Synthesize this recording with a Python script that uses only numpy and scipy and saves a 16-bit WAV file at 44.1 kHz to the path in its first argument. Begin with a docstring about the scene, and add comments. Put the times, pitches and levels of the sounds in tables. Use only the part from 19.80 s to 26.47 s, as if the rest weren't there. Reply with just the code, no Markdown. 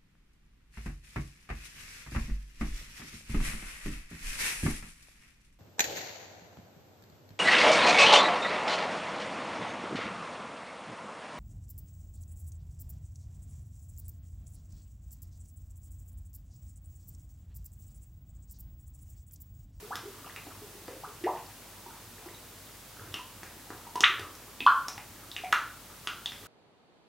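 """Stirring soap batter in a bucket

A gloved hand stirs thick soap batter in a plastic bucket, straight ahead of the microphones in a small kitchen.
Air pockets open as gliding tones; films snap, bubbles pop and fingers tap the bucket as short rings, cracks
and knocks; filtered noise with many tiny bubbles makes the soft swish of the batter. The bucket wall throws
back single echoes, the room adds a diffuse tail and ringing modes, over faint hum and microphone hiss.
"""
import sys
import numpy as np
from scipy import signal
from scipy.fft import rfft, irfft
from scipy.io import wavfile

SR = 44100
rng = np.random.default_rng(int(sys.argv[2]) if len(sys.argv) > 2 else 0)


def transcribe(u):
    """Save the signal u as a 16-bit wav file named by the first command-line argument.

    u: samples, shape (n,) or (channels, n), limited to [-1, 1]; the rate is SR.
    q: integer samples, one column per channel.
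    """
    v = np.clip(np.atleast_2d(u).T, -1, 1)
    q = np.round(v * 32767).astype(np.int16)
    wavfile.write(sys.argv[1], SR, q)


N = 294147


def amp(db):
    """Decibels to gain."""
    return 10 ** (np.asarray(db) / 20)


def unit(x):
    """Scales to rms 1."""
    return x / np.sqrt(np.mean(x ** 2) + 1e-20)


def read(points, hz):
    """Reads a table on a log-frequency axis."""
    f, value = np.transpose(points)
    return np.interp(np.log(hz + 1), np.log(f + 1), value)


def colour(x, points):
    """Filters x by a spectrum in dB."""
    gain = amp(read(points, np.fft.rfftfreq(len(x), 1 / SR)))
    return irfft(rfft(x) * gain, len(x))


def add(mix, s, sound, room_db):
    """Places a sound on the direct path (row 0) and sends it into the room (row 1)."""
    start = max(round(s * SR), 0)
    part = mix[:, start:][:, :len(sound)]
    part += np.outer([1, amp(room_db)], sound[:part.shape[1]])


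# spectrum of the microphone hiss: f/Hz, relative level/dB per Hz
HISS_SPECTRUM = [(12, -54), (20, -17), (37, -17), (70, -11.5), (98, -1), (130, -5.5), (317, -6), (355, -10),
                 (603, -10), (733, -12), (891, -9.5), (996, -11), (1840, -14.5), (2000, -15),
                 (15800, -18.5)]
# stereo spread of the hiss: f/Hz, side minus mid level/dB
HISS_SPREAD = [(60, -19), (110, -11.5), (200, -13.5), (380, -9.5), (700, -9.5), (1290, -10), (2380, -6),
               (4400, -5), (8120, -4), (15000, -3.5)]
HISS_DB = -50.5  # rms of the mid


def hiss():
    """Steady microphone hiss from two independent noises, wider in the treble: (mid, side)."""
    mid, side = (amp(HISS_DB) * unit(colour(noise, HISS_SPECTRUM)) for noise in rng.standard_normal((2, N)))
    return mid, colour(side, HISS_SPREAD)


# steady mains tones: f/Hz, rms level/dB
HUM_TONES = [(49.5, -64.5), (100, -71.5)]


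def hum():
    """Mains hum: steady sines, each from a random phase."""
    t = np.arange(N) / SR
    return sum(amp(db) * np.sqrt(2) * np.sin(2 * np.pi * (hz * t + rng.random())) for hz, db in HUM_TONES)


# sweeps of the hand through the batter: t/s at the fastest point, swish level/dB,
# level/dB of the bucket's rumble on the table
HAND_STROKES = [(.17, -52.5, -60), (.48, -54.5, -74), (0.701, -62, -57), (1.12, -57, -61), (1.58, -53, -65),
                (2.48, -55, -70), (3.26, -53, -52.5), (3.72, -61, -62), (3.95, -56, -60),
                (4.388, -50.5, -52.5), (5.249, -66, -59), (5.63, -54.5, -66), (6.6, -55, -65)]
STROKE_RISE_S, STROKE_FALL_S = 0.1, 0.11  # time from the peak to 1/e on either side
DRAG_DB, STEADY_RUMBLE_DB = -62.5, -64.5  # the hand never quite stops


def sweeps():
    """Each sweep of the hand swells and fades over its steady drag: (gain of the swish, gain of the rumble)."""
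    t = np.arange(N) / SR
    swells = np.zeros((2, N))
    for s, *levels in HAND_STROKES:
        width = np.where(t < s, STROKE_RISE_S, STROKE_FALL_S)
        swells += np.outer(amp(levels), np.exp(-((t - s) / width) ** 2))
    return np.hypot(amp([[DRAG_DB], [STEADY_RUMBLE_DB]]), swells)


# spectrum of sheared batter: f/Hz, relative level/dB per Hz
SWISH_SPECTRUM = [(100, 14), (220, -5), (380, 1.5), (650, -6), (1200, -2.5), (2000, -12), (4000, -16),
                  (9000, -33)]


def swish(per_s=170, spread_db=5.0, smooth_db=-5, level_db=-3):
    """Batter shears round the glove: a soft wash and many tiny bubbles at random moments."""
    sizes = amp(spread_db * np.minimum(rng.exponential(1, N), 3))
    sizes *= rng.random(N) < per_s / SR
    kind = rng.integers(0, 24, N)
    bubbles = np.zeros(N)
    for k, hz in enumerate(np.geomspace(250, 5000, 24)):
        # each tiny bubble lives for about five cycles
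        grain = amp(read(SWISH_SPECTRUM, hz)) * plop(hz, hz * 1.1, 5 / hz, 0.097) * hz
        bubbles += signal.oaconvolve(sizes * (kind == k), grain)[:N]
    wash = unit(colour(rng.standard_normal(N), SWISH_SPECTRUM))
    return amp(level_db) * unit(unit(bubbles) + amp(smooth_db) * wash)


def rumble(low_hz=80, high_hz=120):
    """The stirring shakes bucket and table: noise in a narrow low band."""
    band = signal.butter(2, [low_hz, high_hz], "band", fs=SR, output="sos")
    return unit(signal.sosfilt(band, rng.standard_normal(N)))


def plop(start_hz, end_hz, life, swell, fullness=0.43, wobble=0.025):
    """An air pocket rings; its pitch glides unevenly as its mouth changes, and it dies as it collapses."""
    u = np.linspace(0, 1, max(round(life * SR), 8))
    swell = np.clip(swell, .02, .95)  # share of the life spent swelling
    rise_fall = np.interp(u, [0, swell, 1], [0, 1, 0])
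    shape = np.sin(np.pi / 2 * rise_fall) ** (2 * fullness)
    waver = np.interp(u, np.linspace(0, 1, 10), rng.standard_normal(10))
    hz = (start_hz + (end_hz - start_hz) * u) * (1 + wobble * waver)
    return shape * np.sin(2 * np.pi * np.cumsum(hz) / SR)


# single bubbles of nearly steady pitch: t/s, starting f/Hz, peak level/dB
SINGLE_BUBBLES = [ (.027, 410, -44), (.08, 474, -46), (0.255, 379, -39.5), (0.663, 276, -46.5),
                  (0.819, 400, -45.5), (.95, 377, -50), (1.019, 323, -53.5), (1.085, 487, -34.5),
                  (1.145, 490, -49), (1.274, 420, -48), (1.41, 345, -49), (2.062, 882, -41),
                  (2.063, 344, -50.5), (2.463, 345, -46), (2.546, 3720, -48), (3.343, 2650, -34),
                  (3.392, 965, -41), (4.068, 865, -42), (4.1555, 928, -27.5), (4.297, 360, -45.5),
                  (4.333, 504, -47.5), (4.394, 346, -49.5), (4.805, 2494, -29), (4.815, 256, -42.5),
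                  (5.637, 703, -32.5), (6.283, 1335, -38)]
BUBBLE_REF_HZ, BUBBLE_LIFE_S = 400, 0.018  # life at the reference pitch
BUBBLE_LIFE_POWER = 0.54  # smaller, higher bubbles die sooner
BUBBLE_RISE, BUBBLE_SWELL = 1.104, 0.084  # end pitch over start pitch; share of life spent swelling
BUBBLE_ROOM_DB = 3  # how much the bubbles feed the room


def single_bubbles(mix):
    """Small plops whose life and slight rise follow from their pitch."""
    for s, hz, db in SINGLE_BUBBLES:
        life = BUBBLE_LIFE_S * (BUBBLE_REF_HZ / hz) ** BUBBLE_LIFE_POWER
        add(mix, s, amp(db) * plop(hz, hz * BUBBLE_RISE, life, BUBBLE_SWELL), BUBBLE_ROOM_DB)


# large air pockets tearing open behind the hand: t/s, start f/Hz, end f/Hz, life t/s, peak level/dB,
# share of life spent swelling (0-1), level/dB sent to the room relative to the direct sound
AIR_POCKETS = [ (0.105, 620, 1900, .038, -34.5, .15, -0.5), (0.457, 316, 1480, 0.028, -47.5, .35, -1),
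               (1.235, 700, 1680, 0.021, -37.5, 0.07, 0), (1.4386, 360, 381, 0.033, -30, 0.03, 3.5),
               (1.456, 424, 496, 0.035, -25, 0.7, -10.5), (1.461, 444, 1210, .023, -25.5, .5, 4.5),
               (4.2336, 986, 1400, .0063, -16.5, 0.71, 2), (4.235, 850, 4545, .01, -10, 0.5, 0),
               (4.239, 3750, 4900, 0.0045, -37, 1, 1), (4.245, 1680, 2240, 0.0048, -22, 0.54, 2),
               (4.8641, 1016, 1170, 0.0091, -6, .27, -1.5), (4.87, 1163, 1670, 0.0083, -14, 0.34, 3),
               (5.728, 880, 1900, 0.0043, -12, .45, -1)]


def air_pockets(mix):
    """Large pockets tear open and glide upward in pitch as they ring."""
    for s, start_hz, end_hz, life, db, swell, room_db in AIR_POCKETS:
        add(mix, s, amp(db) * plop(start_hz, end_hz, life, swell), room_db)


def burst(t, hz, cycles):
    """A ring that swells for the given cycles and dies quickly, the sooner the higher its pitch."""
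    turns = np.maximum(t, 0) * hz
    u = turns / cycles
    return u * np.exp(1 - u) * np.sin(2 * np.pi * turns)


# spectrum of the cracks: f/Hz, relative level/dB
CRACK_SPECTRUM = [(200, -39), (1000, 8.5), (3000, 0), (5500, 8), (8000, -4), (11000, -2.5), (15000, -15)]


def crack(t, fade_s=0.0022):
    """A short wet crack: coloured noise that dies exponentially."""
    return unit(colour(rng.standard_normal(len(t)), CRACK_SPECTRUM)) * np.exp(-t / fade_s)


# ringing modes of the bucket with batter in it: f/Hz, relative level/dB, 60 dB decay t/s
BUCKET_MODES = [(258, -46, 0.057), (360, -4.5, 0.023), (463.5, -0.5, 0.031), (785, 3.5, 0.0093),
                (985, -16, 0.09)]


def knock(t):
    """The filled bucket, once struck, rings in a few damped modes."""
    return sum(amp(db - 60 * t / t60) * np.sin(2 * np.pi * f * t) for f, db, t60 in BUCKET_MODES) / 2


def ring_crack_knock(hz, cycles, ring_db, crack_db, knock_db, spatter_db=-15, spatter_s=.04, count=5):
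    """A short ring with smaller rings spattering after it, a crack of noise and a knock on the bucket."""
    t = np.arange(4096) / SR
    spatter = np.zeros(len(t))
    for when, pitch in rng.random((count, 2)):
        # later rings are weaker; pitches lie within half an octave of the first
        small = burst(t - when * spatter_s, hz * 2 ** (pitch - .5), cycles)
        spatter += amp(spatter_db) * np.exp(-when) * small
    ring = burst(t, hz, cycles) + spatter
    return amp(ring_db) * ring + amp(crack_db) * crack(t) + amp(knock_db) * knock(t)


# short rings, cracks and knocks (films snapping, bubbles popping, fingers tapping the bucket):
# t/s, ring f/Hz, cycles until the ring peaks, ring level/dB, crack level/dB, knock level/dB
SHORT_HITS = [ (.1558, 3250, 0.46, -22.5, -32, -45), (0.5621, 2450, 0.83, -29, -44, -54),
              (.669, 700, 1, -44, -57, -42), (1.0814, 1670, 0.2, -31.5, -46, -36.5),
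              (1.4402, 2530, 0.46, -31.5, -50, -54), (1.4448, 1930, 1.14, -32.5, -52, -52),
              (2.4604, 800, .3, -55, -57, -36.5), (3.3411, 3100, 1.4, -25, -33.5, -38),
              (3.6323, 1930, 0.23, -30, -41, -46), (3.9043, 1250, .4, -33.5, -50, -32),
              (3.949, 1220, .4, -52, -61, -39), (4.1569, 2350, .35, -31, -33, -31),
              (4.2067, 3050, 1.04, -22, -40, -50), (4.2066, 5900, 0.84, -14, -27.5, -30),
              (4.395, 1900, 0.31, -42, -37, -33), (4.552, 5840, 2.3, -41.5, -47, -74),
              (4.8054, 3200, .85, -23, -49, -34.5), (4.8647, 3170, 1.9, -20.5, -36.5, -38),
              (4.865, 4130, 3.9, -30.5, -54, -52), (5.0833, 5600, 0.88, -23, -30, -65),
              (5.1795, 860, 1.6, -38.5, -51, -49), (5.1795, 2430, 0.51, -30, -45, -55),
              (5.5158, 3850, 1.1, -30, -45, -65), (5.5647, 2760, 0.77, -21, -38.5, -52),
              (5.646, 2300, 1.8, -32, -45, -52), (5.726, 2050, 1, -16, -27, -41),
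              (5.7259, 2840, 0.61, -13, -36, -53), (6.273, 3040, 0.78, -18.5, -35, -37.5),
              (6.2728, 1330, 0.56, -25.5, -46, -60), (6.4591, 3440, 1.6, -20.5, -36.5, -60),
              (6.5202, 2200, .3, -29, -42, -53)]
HIT_ROOM_DB = 1.5  # how much they feed the room


def short_hits(mix):
    """Films snap, bubbles pop and fingers tap the bucket: each mixes ring, crack and knock in its own balance."""
    for s, *hit in SHORT_HITS:
        add(mix, s, ring_crack_knock(*hit), HIT_ROOM_DB)


# first reflections from bucket wall, table and cupboards: delay t/s, signed gain
FIRST_ECHOES = [(.0006, 0.3), (.0011, 0.25), (.0019, -0.21), (.0031, 0.3), (.0044, -0.25), (.0062, 0.19),
                (.0112, -0.069), (0.0118, 0.16), (0.0142, 0.15)]


def reflections(x):
    """Direct sound and single echoes; the first has travelled about 20 cm farther."""
    return x + sum(gain * np.pad(x, (round(s * SR), 0))[:N] for s, gain in FIRST_ECHOES)


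# decay of the kitchen's diffuse tail: f/Hz, 60 dB decay t/s
TAIL_DECAY = [(150, 0.094), (350, 0.35), (700, 0.42), (1200, 0.41), (2500, 0.39), (5000, 0.39),
              (12000, 0.2)]
# colour of the tail at its start: f/Hz, relative level/dB
TAIL_COLOUR = [(100, -15), (350, 0), (700, -4), (1050, 0.5), (1400, 4), (2000, 0), (3000, -2.5), (6000, -2),
               (14000, -1)]


def room(x, first_s=0.0025, build_s=0.0056):
    """A diffuse tail of sparse random taps; each band dies at its own speed."""
    taps = np.zeros(SR)
    at = np.arange(0, SR - 10, 10)
    taps[at + rng.integers(0, 10, len(at))] = rng.choice([-1, 1], len(at))
    hz, t, z = signal.stft(taps, SR, nperseg=256)
    z = z * amp(read(TAIL_COLOUR, hz)[:, None] - 60 * t / read(TAIL_DECAY, hz)[:, None])
    tail = signal.istft(z, SR, nperseg=256)[1][:SR]
    # silent until first_s, then building up over build_s
    tail = tail * np.clip((np.arange(SR) / SR - first_s) / build_s, 0, 1)
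    return signal.fftconvolve(x, tail / np.linalg.norm(tail))[:N]


# the strongest standing waves of the kitchen: f/Hz, level/dB of the gain at resonance
STANDING_WAVES = [(359, -3), (402, -5), (475, 9), (735, 8), (880, -19), (943, -25), (985, -30), (1051, -11),
                  (1162, 9), (1200, -6), (1240, 3.5), (1403, 8.5), (1485, 2.5), (1598, -7), (1817, -7),
                  (2055, 11), (2515, -1), (2623, -12), (2775, 12), (3283, -7), (3750, 5.5)]


def standing_waves(x, t60=0.32):
    """Single room modes ring on when a sound excites their frequency."""
    t = np.arange(SR) / SR
    decay = np.exp(-np.log(1000) * t / t60)
    ring = sum(amp(db) * np.cos(2 * np.pi * hz * t) for hz, db in STANDING_WAVES)
    return signal.fftconvolve(x, 2 * ring * decay / decay.sum())[:N]


def scene(room_db=-3, room_side_db=-37, lowest_hz=170):
    """The bucket stands straight ahead; only the room and the hiss have some width."""
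    hiss_mid, hiss_side = hiss()
    drag, shake = sweeps()
    batter = np.zeros((2, N))
    single_bubbles(batter)
    air_pockets(batter)
    short_hits(batter)
    batter += drag * swish()
    # such small sources radiate little bass
    thin = signal.butter(2, lowest_hz, "high", fs=SR, output="sos")
    direct, sent = signal.sosfilt(thin, batter)
    mid = reflections(direct) + amp(room_db) * room(sent) + standing_waves(sent)
    mid += shake * rumble() + hiss_mid + hum()
    side = amp(room_side_db) * room(sent) + hiss_side
    return np.array([mid + side, mid - side])


EDGE_HZ = 15950


def record(dry):
    """The recorder's band limit: a steep low-pass on both channels."""
    low_pass = signal.firwin(511, EDGE_HZ, window=("kaiser", 9), fs=SR)
    return signal.oaconvolve(dry, low_pass[None], "same")


dry = scene()
out = record(dry)
transcribe(out)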